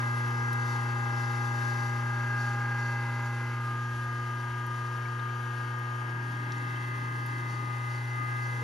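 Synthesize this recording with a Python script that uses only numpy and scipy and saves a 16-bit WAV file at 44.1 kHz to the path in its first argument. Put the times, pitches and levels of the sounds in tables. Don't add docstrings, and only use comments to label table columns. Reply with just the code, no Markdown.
import sys
import numpy as np
from scipy import signal
from scipy.fft import rfft, irfft, next_fast_len
from scipy.io import wavfile
from scipy.ndimage import uniform_filter1d

SR = 44100
rng = np.random.default_rng(int(sys.argv[2]) if len(sys.argv) > 2 else 0)


def bounce(signal):
    frames = np.transpose(np.atleast_2d(signal))
    limited = np.clip(frames, -1, 1)
    pcm = np.round(limited * 32767).astype(np.int16)
    wavfile.write(sys.argv[1], SR, pcm)


N = 380583
TIME = np.arange(N) / SR
COARSE = TIME[::4]


def gain_of(db):
    return 10 ** (np.asarray(db) / 20)


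def unit_rms(x):
    return x / np.sqrt(np.mean(abs(x) ** 2) + 1e-20)


def at_hz(points, hz):
    f, value = np.transpose(points)
    return np.interp(np.log(hz + 1), np.log(f + 1), value)


def peaks_db(modes, hz):
    return sum(db / (1 + (2 * (hz - f) / width) ** 2) for f, width, db in modes)


def follow(rows, t=TIME):
    s, *columns = np.transpose(rows)
    return np.array([np.interp(t, s, c) for c in columns])


def plateau(start, length, rise_s, fall_s):
    return np.interp(TIME, start + np.cumsum([-rise_s, rise_s, length, fall_s]), [0, 1, 1, 0])


def wander(rate_hz, count):
    s = np.arange(0, N / SR + .02, .002)
    white = rng.standard_normal((count, len(s), 2)) @ [1, 1j]
    drifts = np.fft.ifft(np.fft.fft(white) / (1 + (np.fft.fftfreq(len(s), s[1]) / rate_hz) ** 2))
    return [np.interp(COARSE, s, row) for row in unit_rms(drifts)]


def add(track, start_s, sound):
    part = track[round(start_s * SR):][:len(sound)]
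    part += sound[:len(part)]


def pan_tone(wave, pan_db, lead):
    half = gain_of(pan_db / 2) * np.exp(.5j * lead)
    pair = np.array([(wave * half).real, (wave / half).real])
    return np.sqrt(2) * signal.resample_poly(pair, 4, 1, axis=1)[:, :N]


# (frequency [Hz], left minus right [dB])
STEREO_PAN = [(60, .2), (360, .8), (900, 3), (2200, 6), (4000, 2.5), (6500, 1), (7500, 0)]
# (frequency [Hz], left lead [rad])
STEREO_PHASE = [(60, 0), (600, .15), (1290, 1.1), (2070, .1), (5000, .4), (6000, -.35), (7000, -1.3),
                (7650, -3.1), (8800, -3.2), (10600, -6.25), (12700, -6.3), (13800, -9.4)]
def left_response(hz):
    return gain_of(at_hz(STEREO_PAN, hz) / 2) * np.exp(.5j * at_hz(STEREO_PHASE, hz))


def spread(mono):
    size = next_fast_len(N, True)
    left = left_response(np.fft.rfftfreq(size, 1 / SR))
    return irfft(rfft(mono, size) * [left, 1 / left], size)[:, :N]


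# (frequency [Hz], likeness [0-1])
BED_LIKENESS = [(60, .995), (300, .96), (700, .85), (1300, .75), (3000, .68), (6000, .85), (7200, .9),
                (7700, .999), (9400, .96), (10900, .999)]
def noise(eq_db, patchy_db, flicker_db, size, patch_frames=6):
    hz, t, (common, apart, texture) = signal.stft(rng.standard_normal((3, N)), SR, nperseg=size)
    patches = uniform_filter1d(texture.real, size=6, axis=0)
    patches = unit_rms(uniform_filter1d(patches, size=patch_frames, axis=1))
    flicker = unit_rms(uniform_filter1d(rng.standard_normal(len(t)), size=4))
    alike = np.clip(at_hz(BED_LIKENESS, hz), 0, 1)[:, None]
    left = left_response(hz)[:, None]
    spectra = np.array([common * left, (alike * common + np.sqrt(1 - alike ** 2) * apart) / left])
    spectra *= gain_of(eq_db(hz)[:, None] + patchy_db * patches + flicker_db * flicker)
    return unit_rms(signal.istft(spectra, SR, nperseg=size)[1][:, :N])


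# (time [s], position [0 gearbox, 1 motor, 2 tray, 3 feed tube])
MIC_PATH = [(0, 0), (1.9, 0), (2.3, 1), (3.2, 1), (3.9, 2), (6.0, 2), (6.5, 3), (8.63, 3)]
def gain_on_path(levels_db, t=TIME):
    return gain_of(np.interp(follow(MIC_PATH, t)[0], range(4), levels_db))


MAINS_HZ = 60
# (time [s], 120 Hz level [dB], its pan to the left [dB], 240 Hz [dB], 360 Hz [dB])
HUM_LEVELS = [(0.0, -31.7, 0.2, -47.0, -53.0), (1.0, -32.1, 1.1, -48.0, -51.0),
              (1.9, -32.2, 1.0, -48.0, -51.5), (2.5, -32.1, 0.1, -48.2, -54.5),
              (3.2, -33.0, 0.0, -49.3, -54.0), (4.4, -35.4, 0.0, -52.7, -52.5),
              (6.0, -35.5, 0.1, -54.4, -53.5), (7.0, -35.2, 0.9, -56.5, -57.0),
              (8.63, -33.7, 1.6, -57.0, -55.5)]
# (multiple of the mains, level at gearbox [dB], motor [dB], tray [dB], feed tube [dB])
HUM_OVERTONES = [(5, -61, -61, -67, -70), (8, -59, -63, -62, -67), (9, -78, -64, -69, -75),
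                 (10, -60, -59, -64, -65), (12, -71, -75, -64, -68), (16, -62, -62, -60, -63)]
def motor_hum():
    db, pan_db, second_db, third_db = follow(HUM_LEVELS, COARSE)
    cycle = 2 * np.pi * MAINS_HZ * COARSE
    flex = np.exp(2j * cycle)
    out = pan_tone(gain_of(db) * flex, pan_db, lead=0.012)
    out += pan_tone(gain_of(second_db) * flex ** 2, pan_db=2.0, lead=0.27)
    out += pan_tone(gain_of(third_db) * flex ** 3 * np.exp(3.9j), pan_db=0.82, lead=0.22)
    for (k, *levels_db), drift in zip(HUM_OVERTONES, wander(1.6, len(HUM_OVERTONES))):
        level = gain_on_path(levels_db, COARSE) * (1 + 0.33 * drift)
        out += pan_tone(level * np.exp(1j * k * (cycle + 0.648)), pan_db=0.82, lead=0.52)
    return out


# (time [s], speed [turns/s])
SHAFT_SPEED = [(0, 29.09), (3, 29.07), (6, 29.08), (7.7, 29.12), (8.63, 29.14)]
def shaft_angle(t):
    return np.interp(t, TIME, 2 * np.pi * np.cumsum(follow(SHAFT_SPEED)[0]) / SR)


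PINION_TEETH, WHEEL_TEETH, TURNS_PER_AUGER_TURN = 14, 53, 16.34
# (time [s], 3rd [dB], 4th [dB], 5th [dB])
WHINE_LEVELS = [(0.0, -42.5, -37, -51), (2.0, -43.5, -39.5, -50), (2.4, -41, -36.5, -52),
                (2.95, -44, -39.5, -47.5), (3.1, -46, -41, -45.5), (3.45, -47, -45, -51),
                (3.68, -39.5, -43, -55), (4.4, -41.5, -45.5, -53.5), (5.5, -42, -46, -56),
                (6.0, -43.5, -46.5, -52), (6.2, -47, -44, -53), (6.6, -47.5, -44, -48),
                (7.35, -48.5, -42.5, -47.5), (7.6, -46.5, -48.5, -46.5), (7.9, -46.5, -46, -45.5),
                (8.05, -60, -45, -46.5), (8.21, -44.5, -42, -43.5), (8.63, -52, -41.5, -46)]
# (time [s], left minus right [dB] for each, left lead [rad] for each)
WHINE_IMAGE = [(0.0, 4.5, 1.0, 8.0, 1.0, 2.4, 0.0), (1.7, 6.5, 7.0, 3.0, 1.1, 2.2, -0.2),
               (2.4, 4.0, 1.5, 6.0, 1.0, 0.8, 0.9), (3.3, -1.0, -0.5, 6.0, 0.6, 0.3, 0.4),
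               (4.3, 4.5, 6.0, -1.0, 0.8, 0.6, 4.8), (5.5, 6.0, 12.0, -2.0, 1.1, -0.3, 3.6),
               (6.1, 7.0, 9.0, 3.0, 1.6, -1.3, 3.4), (7.0, 16.0, -2.0, 3.0, 2.0, -2.1, 5.1),
               (8.63, 17.0, -2.5, 5.0, 2.1, -2.2, 5.2)]
# (lower [dB], upper [dB])
WHINE_SIDEBANDS = [(-19.5, -11.5), (-9, -14.5), (-19.5, -13.5)]
# (auger depth [dB], phase [rad], wheel depth [dB], phase [rad])
WHINE_SWELL = [(0.66, 3.1, 0.93, -1.5), (0.9, 0.1, 0.47, 0.4), (0.9, 4.8, 0.6, 2.9)]
def gear_whine():
    angle, image = shaft_angle(COARSE), follow(WHINE_IMAGE, COARSE)
    turn = np.exp(1j * angle)
    out = np.zeros((2, N))
    for row, db, slow, fast in zip(range(3), follow(WHINE_LEVELS, COARSE), wander(5.4, 3), wander(32, 3)):
        below, above = gain_of(WHINE_SIDEBANDS[row])
        wobble = 1 + above * turn + below / turn * np.exp(2.2j)
        auger_db, auger_phase, wheel_db, wheel_phase = WHINE_SWELL[row]
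        swell_db = auger_db * np.cos(angle / TURNS_PER_AUGER_TURN + auger_phase)
        swell_db += wheel_db * np.cos(angle * PINION_TEETH / WHEEL_TEETH + wheel_phase)
        level = gain_of(db + swell_db) * (wobble + 0.15 * slow + 0.081 * fast)
        tone = np.exp(1j * (row + 3) * PINION_TEETH * angle)
        out += pan_tone(level * tone, pan_db=image[row], lead=image[row + 3])
    return out


# (multiple of shaft speed, level at gearbox [dB], motor [dB], tray [dB], feed tube [dB])
KNOCK_PARTIALS = [(14, -64, -64, -68, -68), (28, -48, -49, -66, -58), (29, -56, -56, -60, -60),
                  (30, -72, -72, -64, -67), (31, -60, -57, -64, -68), (32, -59, -58, -63, -62),
                  (33, -60, -58, -57, -59), (34, -56, -59, -61, -63), (35, -61, -62, -68, -76),
                  (36, -53, -53, -60, -58), (37, -61, -59, -65, -63), (48, -53, -51, -59, -62),
                  (50, -57, -53, -55, -61), (62, -60, -62, -63, -60), (64, -62, -64, -60, -58),
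                  (72, -67, -73, -67, -62), (84, -69, -64, -68, -65), (90, -66, -67, -71, -69),
                  (91, -65, -66, -70, -67), (92, -62, -62, -67, -63), (98, -73, -69, -67, -68),
                  (104, -79, -78, -70, -70), (106, -76, -74, -65, -72), (112, -70, -72, -67, -66),
                  (126, -77, -83, -82, -75), (140, -90, -79, -78, -81), (154, -85, -80, -86, -80)]
def shaft_knock():
    angle, out = shaft_angle(COARSE), np.zeros((2, N))
    scatter = rng.uniform(-1.58, 1, (len(KNOCK_PARTIALS), 2))
    drifts = wander(1.6, len(KNOCK_PARTIALS))
    for (k, *levels_db), drift, (offset, skew) in zip(KNOCK_PARTIALS, drifts, scatter):
        hz = k * SHAFT_SPEED[1][1]
        level = gain_on_path(levels_db, COARSE) * (1 + 0.31 * drift)
        tone = np.exp(1j * k * (angle + 0.041 * offset))
        out += pan_tone(level * tone, at_hz(STEREO_PAN, hz), at_hz(STEREO_PHASE, hz) + skew / 2)
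    return out


# (time [s], casing rasp [dB], fan air [dB], knife shear [dB], drone [dB])
BED_FADERS = [(0, -45.5, -57, -55, -51), (2.2, -45.5, -60, -56, -52.5), (3.4, -46.5, -58, -59, -53),
              (4.2, -49.5, -58.5, -60, -54.5), (6.2, -49, -59.5, -62.5, -56), (6.7, -50, -57, -62, -52.5),
              (8.63, -53, -57, -62.5, -55.5)]
# (frequency [Hz], level [dB])
RASP_EQ = [(400, -25), (650, -19.5), (900, -6.5), (1500, -8), (2000, -6), (2400, -15.5), (3000, -10.5),
           (3600, -24.5), (5000, -33.5)]
# (frequency [Hz], width [Hz], gain [dB])
CASING_MODES = [(862, 336, 11), (1175, 130, 5), (1360, 20, 2.5), (1605, 230, 7), (1830, 120, -2),
                (2208, 87, 9.5), (2540, 230, 2.5), (3080, 91, 0.5)]
def casing_rasp():
    rasp = noise(lambda hz: at_hz(RASP_EQ, hz) + peaks_db(CASING_MODES, hz),
                 patchy_db=1.3, flicker_db=0.95, size=2048, patch_frames=33)
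    return rasp * gain_of(follow(BED_FADERS)[0] + 0.67 * np.cos(shaft_angle(TIME)))


# (frequency [Hz], width [Hz], gain [dB])
HEAD_MODES = [(3660, 220, 5), (4100, 200, -4), (4620, 380, 7), (5150, 200, 3), (5900, 600, 6),
              (6850, 350, 4)]
# (time [s], hold [s], boost [dB])
KNIFE_GUSHES = [(.68, 0.051, 3.5), (1.18, 0.72, 3.5), (2.406, .06, 3), (2.778, .08, 3), (7.497, 0.051, 5.5),
                (7.902, .08, 5), (8.43, 0.05, 5.5)]
# (gain at gearbox [dB], motor [dB], tray [dB], feed tube [dB])
RING_SEND = [-21, -1.5, -13, -4]
RING_HZ, RING_WIDTH_HZ = 4480, 240
def knife_shear():
    eq = [(2500, -45), (3500, -2.0), (5500, -2.5), (7000, -3.0), (12000, -12.5), (15000, -30)]
    gush_db = sum(db * plateau(s, hold, rise_s=0.035, fall_s=.08) for s, hold, db in KNIFE_GUSHES)
    shear = noise(lambda hz: at_hz(eq, hz) + peaks_db(HEAD_MODES, hz),
                  patchy_db=4.0, flicker_db=0.94, size=1024, patch_frames=20)
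    shear *= gain_of(follow(BED_FADERS)[2] + gush_db)
    ring = signal.lfilter(*signal.iirpeak(RING_HZ, RING_HZ / RING_WIDTH_HZ, SR), shear)
    return shear + ring * gain_on_path(RING_SEND)


# (frequency [Hz], level [dB])
FAN_EQ = [(1500, -39), (2500, -3), (3500, -0.5), (5000, -5), (7000, -6.5), (8000, -3), (9500, -6),
          (11000, -10.5), (12000, -15), (13500, -22.5), (15000, -11.5)]
def fan_air():
    pull = 2 * np.pi * 2 * MAINS_HZ * TIME
    buzz_db = 1.7 * np.cos(pull) + 2.15 * np.cos(2 * pull)
    air = noise(lambda hz: at_hz(FAN_EQ, hz) + 0.077 * peaks_db(HEAD_MODES, hz),
                patchy_db=3.0, flicker_db=1.45, size=1024, patch_frames=65)
    return air * gain_of(follow(BED_FADERS)[1] + buzz_db)


# (frequency [Hz], level [dB])
DRONE_EQ = [(25, -41), (50, -29), (72, 7), (95, -3.5), (160, -0.5), (210, -10), (310, 1), (450, -4),
            (650, -7), (1000, -7.5), (2000, -66)]
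def table_drone():
    drone = noise(lambda hz: at_hz(DRONE_EQ, hz), patchy_db=0, flicker_db=0, size=2048)
    return drone * gain_of(follow(BED_FADERS)[3])


HIT_TIME = np.arange(4096) / SR
# (time [s], peak level [dB])
BUMP_CUES = [(.397, -50), (3.92, -49), (3.97, -50), (4.062, -52), (4.172, -53), (4.486, -51), (7.019, -56)]
def table_bumps(pitch_hz=72, rise_s=0.019):
    out, t = np.zeros(N), HIT_TIME
    bump = np.sin(2 * np.pi * pitch_hz * t) * (t / rise_s) * np.exp(1 - t / rise_s)
    for s, db in BUMP_CUES:
        add(out, s, gain_of(db) * bump)
    return spread(out)


# (time [s], level [dB], centre [Hz], width [Hz])
SNAP_CUES = [(.530, -41.5, 7500, 12000), (3.225, -57, 11000, 5000), (4.665, -50, 11000, 4000),
             (5.084, -49, 4630, 500), (5.196, -45, 3840, 700), (5.79, -55, 12000, 5000),
             (6.520, -43, 5070, 3500), (6.580, -50, 6800, 900), (7.262, -49, 11500, 5000)]
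def gristle_snaps(attack_s=.0004, t60_s=0.035):
    out, t = np.zeros(N), HIT_TIME
    hz = np.fft.rfftfreq(len(t), 1 / SR)
    for s, db, centre_hz, width_hz in SNAP_CUES:
        band = np.exp(-2 * ((hz - centre_hz) / width_hz) ** 2)
        burst = unit_rms(irfft(rfft(rng.standard_normal(len(t))) * band))
        add(out, s, gain_of(db - 60 * t / t60_s) * np.minimum(t / attack_s, 1) * burst)
    return spread(out)


# (time [s], base level [dB], starting pitch [Hz])
POP_CUES = [(3.395, -54, 2380), (5.052, -48, 2250), (5.288, -54, 2300), (6.758, -50, 3090)]
def bubble_pops():
    out, t = np.zeros(N), HIT_TIME
    envelope = (t / 0.0023) * np.exp(1 - t / 0.0039)
    for s, db, pitch_hz in POP_CUES:
        add(out, s, gain_of(db) * envelope * np.sin(2 * np.pi * pitch_hz * (t + 1.3 * t ** 2)))
    return spread(out)


# (frequency [Hz], level [dB])
RUMBLE_EQ = [(80, -30), (150, -2), (200, -6), (280, 0), (370, -5), (460, -16), (900, -50)]
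# (frequency [Hz], width [Hz], gain [dB])
BARREL_MODES = [(158, 26, 10), (207, 14, 8.5), (275, 20, 9), (317, 24, 11), (410, 24, 8)]
# (time [s], hold [s], level [dB])
LOAD_CUES = [(6.093, 1.55, -50.5), (8.2, .08, -56), (8.455, .2, -54)]
def auger_rumble(idle_db=-65):
    rumble = noise(lambda hz: at_hz(RUMBLE_EQ, hz) + peaks_db(BARREL_MODES, hz),
                   patchy_db=1.0, flicker_db=0, size=4096)
    load = sum(gain_of(db) * plateau(s, hold, rise_s=0.066, fall_s=0.15) for s, hold, db in LOAD_CUES)
    return rumble * (gain_of(idle_db) + load)


def meat_churn(start_s=8.43, rise_s=0.16, level_db=-47.5, centre_hz=490):
    churn = noise(lambda hz: -np.minimum(((hz - centre_hz) / 28) ** 2, 80),
                  patchy_db=3.5, flicker_db=3.0, size=1024)
    return churn * gain_of(level_db) * np.clip((TIME - start_s) / rise_s, 0, 1)


# (time [s], gain [dB])
MIX_DIPS = [(7.668, -2.5), (8.258, -3)]
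def scene():
    machine = motor_hum() + gear_whine() + shaft_knock() + casing_rasp() + fan_air()
    machine += knife_shear() + table_drone()
    meat = auger_rumble() + meat_churn() + table_bumps() + gristle_snaps() + bubble_pops()
    dip_db = sum(db * np.exp(-((TIME - s) / 0.0047) ** 2) for s, db in MIX_DIPS)
    return (machine + meat) * gain_of(dip_db)


def record(dry):
    lowpass = signal.firwin(511, cutoff=15300, window=("kaiser", 9), fs=SR)
    return signal.oaconvolve(dry, lowpass[None], "same")


dry = scene()
out = record(dry)
bounce(out)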